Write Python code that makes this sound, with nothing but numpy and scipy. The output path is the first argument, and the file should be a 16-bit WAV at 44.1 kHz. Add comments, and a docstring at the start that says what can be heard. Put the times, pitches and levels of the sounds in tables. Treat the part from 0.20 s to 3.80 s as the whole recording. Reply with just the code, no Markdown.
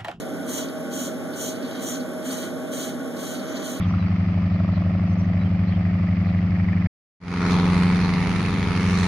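"""Small bathroom: a bristle brush sweeps over short hair about twice a second, over a steady fan.
Each stroke is a shower of random bristle flicks, coloured as broad hiss, lower rasp, dull scrub and
a sharp ring near 6.4 kHz; stray hairs crackle and the moving arm bumps softly.
The fan is coloured noise, steady tones, narrow resonances and a thin hiss.
Two close microphones feed a stereo widener, which thins the bass and hollows the treble like a comb."""
import sys
import numpy as np
from scipy import signal
from scipy.fft import rfft, irfft
from scipy.io import wavfile
from scipy.ndimage import uniform_filter1d

SR = 44100
rng = np.random.default_rng(int(sys.argv[2]) if len(sys.argv) > 2 else 0)


def output_pcm(signal):
    """Save a mono or channel-first signal as 16-bit PCM at the path in sys.argv[1].

    Samples are clipped to [-1, 1] before scaling.
    """
    pcm = np.clip(np.atleast_2d(signal).T, -1, 1) * 32767
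    wavfile.write(sys.argv[1], SR, np.round(pcm).astype(np.int16))


N = 158760
LEFT_RIGHT_SIGNS = np.array([[1], [-1]])


def undb(db):
    """Decibels to amplitude gain."""
    return 10 ** (np.asarray(db) / 20)


def fft_hz():
    """Bin frequencies of the full-length spectrum."""
    return np.arange(N // 2 + 1) * SR / N


def colour(white, spectrum):
    """Shape white sound of unit power to a spectral density, interpolated over log frequency."""
    hz, db_per_hz = np.array(spectrum, float).T
    f = np.maximum(fft_hz(), 1)
    gain = undb(np.interp(np.log(f), np.log(hz), db_per_hz)) * np.sqrt(SR / 2)
    return irfft(rfft(white) * gain, N)


def narrow(hz, width_hz):
    """Noise of unit power passed by one resonance."""
    response = 1 / (1 + 2 * ((fft_hz() - hz) / width_hz) ** 2)
    noise = irfft(rfft(rng.standard_normal(N)) * response, N)
    return noise / noise.std()


def walk(rate_hz):
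    """Smooth random drift of unit spread: held random values under a moving average."""
    hold = max(int(SR / rate_hz), 2)
    steps = np.repeat(rng.standard_normal(N // hold + 1), hold)
    drift = uniform_filter1d(steps, hold)[:N]
    return drift / drift.std()


def lean(x, share):
    """Place one sound between the microphones: -1 right, 1 left."""
    return x * (1 + share * LEFT_RIGHT_SIGNS)


def tilt(pair, right_db):
    """Favour the right microphone; mid and side of an unrelated pair keep unit power."""
    gain = undb(np.array([[-right_db], [right_db]]) / 2)
    return pair * 2 * gain / np.sqrt(np.sum(gain ** 2))


def late(pair, lag_ms):
    """Delay the left channel by a fraction of a millisecond through its phase."""
    delay = np.exp(-2j * np.pi * fft_hz() * lag_ms / 1000)
    return np.array([irfft(rfft(pair[0]) * delay, N), pair[1]])


# faint hiss of the fan: f/Hz, level/dB per Hz
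FLOOR_SPECTRUM = [(1000, -106), (2200, -86.5), (2700, -94.5), (3250, -86.5), (4500, -98), (7000, -93),
                  (9000, -99), (12000, -101), (15700, -103)]


def thin_hiss():
    """Steady noise, unrelated at the two microphones and louder at the right one."""
    return tilt(colour(rng.standard_normal((2, N)), FLOOR_SPECTRUM), right_db=5)


# rushing air common to both microphones: f/Hz, level/dB per Hz
AIR_MID_SPECTRUM = [(30, -79), (60, -74.5), (95, -64.5), (155, -61.5), (185, -57.5), (226, -67),
                    (250, -45.5), (280, -49.5), (305, -55), (390, -62), (430, -68), (510, -71.5),
                    (580, -64.5), (660, -71), (690, -83), (770, -77.5), (900, -81), (1050, -87),
                    (1130, -79), (1280, -81), (1500, -78), (1900, -87.5), (2600, -100), (4000, -125)]
# rushing air of opposite sign at the two microphones: f/Hz, level/dB per Hz
AIR_SIDE_SPECTRUM = [(30, -100), (60, -92), (95, -72), (200, -80), (260, -74.5), (400, -71.5), (480, -89),
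                     (620, -70), (700, -72.5), (840, -88), (1020, -77), (1500, -83), (2000, -87),
                     (4000, -125)]


def rushing_air():
    """Turbulence as coloured noise, one part common and one part opposed."""
    mid = colour(rng.standard_normal(N), AIR_MID_SPECTRUM)
    side = colour(rng.standard_normal(N), AIR_SIDE_SPECTRUM)
    return mid + side * LEFT_RIGHT_SIGNS


# resonances of fan and duct: f/Hz, width/Hz, level/dB, lean (-1 right to 1 left)
RESONANCES = [(201.3, 11, -39, -0.019), (454.2, 8.4, -51, .1), (485, 4.2, -51, 0.16), (553.6, 21, -50, .1),
              (603.3, 12, -52.5, 0.31), (628.6, 8.4, -48.5, .44), (654.6, 8.2, -57.5, 0.45),
              (737, 6, -59.5, -0.38), (775, 1.7, -60, -.2), (794, 16, -56.5, -.1), (843, 3, -63.5, 0),
              (1104, 20, -60, -0.71), (1344, 8, -64.5, -0.0012), (1453, 18, -57.5, -0.058),
              (1523, 16, -61, -0.13)]
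# faint high whines: f/Hz, width/Hz, level/dB, lean (-1 right to 1 left)
WHINES = [(5570, 110, -66.5, -.9), (11150, 340, -60.5, -.9)]


def resonances():
    """Narrow bands of noise, each leaning to one microphone."""
    out = 0
    for hz, width_hz, db, side in RESONANCES + WHINES:
        out = out + lean(undb(db) * narrow(hz, width_hz), side)
    return out


# motor and blade tones: f/Hz, level/dB RMS, lean (-1 right to 1 left), left delay/ms
HUM_TONES = [(120, -49.5, .38, 2.2), (168.8, -41, 0, .05), (240, -35.5, -.13, .02),
             (408.6, -54.5, -.1, .39), (457.4, -48.5, .13, 0), (479.7, -50, .11, .05),
             (506.2, -59.5, .05, .13), (528.5, -54, .05, .06), (626.2, -45.5, .43, .14),
             (648.5, -52.6, .3, .17), (670.8, -57.8, .64, .55), (719.6, -66.3, -.77, .2),
             (746, -65, -.46, 0), (768.4, -63, -.14, 0), (959.5, -71, .28, .11)]


def hum(t):
    """Steady sines; standing waves give each its own level and delay at the two microphones."""
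    out = 0
    for hz, db, side, lag_ms in HUM_TONES:
        heard_s = t - np.array([[lag_ms / 1000], [0]])
        tone = np.sin(2 * np.pi * (hz * heard_s + rng.random()))
        out = out + lean(np.sqrt(2) * undb(db) * tone, side)
    return out


FAN_LEFT_LAG_MS = 0.036  # air and resonances only


def fan(t):
    """Air and resonances reach the left microphone late; hum and thin hiss add to them."""
    return late(rushing_air() + resonances(), FAN_LEFT_LAG_MS) + hum(t) + thin_hiss()


# dull bumps of the moving arm: t/s, length/s, level/dB re BUMP_BASE_DB
BUMPS = [(.82, .12, -4), (1.32, .16, 0)]
BUMP_HZ, BUMP_WIDTH_HZ, BUMP_BASE_DB = 138, 45, -43


def arm(t):
    """Low narrow noise under bell-shaped swells as the arm swings."""
    swell = sum(undb(db) * np.exp(-(2 * (t - at_s) / length_s) ** 2) for at_s, length_s, db in BUMPS)
    return lean(narrow(BUMP_HZ, BUMP_WIDTH_HZ) * swell * undb(BUMP_BASE_DB), 0)


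FLICKS_PER_S, FLICK_SPREAD_DB = 10000, 4
SHARED_POWER = 0.13  # share of flick power common to both microphones
BRUSH_RIGHT_DB = 5


def flicks():
    """Bristles snap free at random, each with its own strength, mostly unlike at the two microphones."""
    strength = undb(FLICK_SPREAD_DB * np.clip(rng.standard_normal((3, N)), -2, 2))
    snaps = rng.random((3, N)) < FLICKS_PER_S / SR
    clicks = snaps * rng.choice([-1, 1], (3, N)) * strength
    pair = np.sqrt(1 - SHARED_POWER) * clicks[:2] + np.sqrt(SHARED_POWER) * clicks[2]
    return tilt(pair / clicks.std(), BRUSH_RIGHT_DB)


# stray hairs: f/Hz, level/dB per Hz, before the burst envelope
CRACKLE_SPECTRUM = [(1200, -102), (2200, -93.5), (3400, -90), (4500, -87), (7000, -101.5), (15000, -106)]
CATCHES_PER_S, CATCH_DECAY_S = 40, 0.0088


def crackle(t):
    """Hairs catch at random during a sweep; each starts a sharp, decaying burst of flicks."""
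    touching = sum((t > start) & (t < start + length) for start, length, *_ in STROKES + GRAZES) > 0
    catches = touching * (rng.random(N) < CATCHES_PER_S / SR)
    bursts = signal.fftconvolve(catches, np.exp(-t / CATCH_DECAY_S))[:N]
    return colour(flicks() * bursts, CRACKLE_SPECTRUM)


ATTACK_S, RELEASE_S = 0.04, 0.058
ARCH_POWER = 1.64  # 2 is a round swell, 1 a pointed one


def sweep(t, start_s, length_s, peak, arch_db):
    """The brush lands, speeds up and slows over the curve of the head, then lifts."""
    landing = np.clip((t - start_s) / ATTACK_S, 0, 1)
    lifting = np.clip((start_s + length_s - t) / RELEASE_S, 0, 1)
    progress = np.clip((t - start_s) / length_s, 0, 1)
    return landing * lifting * undb(-arch_db * np.abs(2 * (progress - peak)) ** ARCH_POWER)


# brush strokes: t/s, length/s, fastest point (0-1), drop half a stroke from there/dB,
# then relative level/dB of hiss, ring, rasp, scrub; lead and arch below alter peak and drop per part
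STROKES = [(-.18, .23, 0.43, 15, 4.5, 3, -1, 3), (0.247, .26, 0.43, 19.5, 0.5, 0.5, -2, -2),
           (.699, .22, 0.47, 6, -1.5, -1.5, -5, -13), (1.128, 0.24, 0.49, 15.5, -0.5, 0, -3.5, -13),
           (1.584, .235, 0.46, 16.5, -0.5, 0.5, -4.5, -5), (2.021, 0.29, .41, 7, -3.5, -6, -4.5, -1.5),
           (2.499, 0.24, 0.39, 5.5, -3, -5, -4.5, -4), (2.952, 0.26, 0.51, 6.5, -6.5, -8.5, -6.5, -5.5),
           (3.412, 0.22, 0.35, 8, -6, -7.5, -6, -5)]
# bristles graze the hair on the way back: same columns
GRAZES = [(1.315, 0.34, 1, 3, -24, -20, -10, -6), (3.177, 0.283, 0.72, 6.5, -23, -11, -8.5, -0.5)]


def effort(t, part, lead, steepness):
    """Gain of one part of the brush sound over all sweeps."""
    total = 0
    for start_s, length_s, peak, arch_db, *part_db in STROKES + GRAZES:
        total = total + undb(part_db[part]) * sweep(t, start_s, length_s, peak - lead, steepness * arch_db)
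    return total


# flick colours, before the sweep gains: f/Hz, level/dB per Hz
HISS_SPECTRUM = [(800, -84.5), (2200, -121), (5200, -95.5), (7000, -79.5), (8800, -80), (10300, -84),
                 (11400, -83.5), (12600, -87), (15700, -86.5)]
RING_SPECTRUM = [(5200, -100), (5700, -75), (6100, -73.5), (6700, -73), (7100, -77), (7600, -87),
                 (9000, -110)]
RASP_SPECTRUM = [(1500, -100), (2250, -80), (2700, -85.5), (3150, -71.5), (3600, -82), (3950, -78),
                 (4500, -83.5), (5000, -87.5), (6500, -105)]
SCRUB_SPECTRUM = [(600, -102), (1150, -78), (1500, -85.5), (2200, -81), (2800, -106), (4000, -115)]
# spectrum, peak lead on the ring/share of stroke, arch steepness re hiss
BRUSH_PARTS = [(HISS_SPECTRUM, 0.054, 1), (RING_SPECTRUM, 0, 1.2),
               (RASP_SPECTRUM, -0.02, 0.7), (SCRUB_SPECTRUM, -0.03, 0.29)]
JUDDER_DB, JUDDER_HZ = 0.86, 90


def brush(t):
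    """Hiss, ring and rasp of bristles and scrub on the scalp follow each sweep and judder together."""
    judder = undb(JUDDER_DB * walk(JUDDER_HZ))
    out = 0
    for part, (spectrum, lead, steepness) in enumerate(BRUSH_PARTS):
        out = out + colour(flicks() * effort(t, part, lead, steepness) * judder, spectrum)
    return out


ROOM_T60_S, ROOM_DB = 0.24, -5.5


def bathroom(x, t):
    """Hard walls add a short dense tail: decaying noise of unit energy, convolved."""
    tail_t = t[:SR // 2]
    tail = rng.standard_normal((2, len(tail_t))) * np.exp(-np.log(1000) * tail_t / ROOM_T60_S)
    tail /= np.sqrt(np.sum(tail ** 2, axis=1, keepdims=True))
    return x + undb(ROOM_DB) * signal.fftconvolve(x, tail, axes=1)[:, :N]


def scene():
    """Fan, arm and brush at the two microphones; only brush and crackle get the room tail."""
    t = np.arange(N) / SR
    return fan(t) + arm(t) + bathroom(brush(t) + crackle(t), t)


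WIDENER_SAMPLES, TOP_HZ = 17, 15650


def record(dry):
    """The widener subtracts a delayed copy of the other microphone; a steep low-pass cuts the top."""
    delayed = np.pad(dry[::-1], ((0, 0), (WIDENER_SAMPLES, 0)), mode="reflect")[:, :N]
    low_pass = signal.ellip(10, .2, 80, TOP_HZ, fs=SR, output="sos")
    return signal.sosfilt(low_pass, dry - delayed)


dry = scene()
out = record(dry)
output_pcm(out)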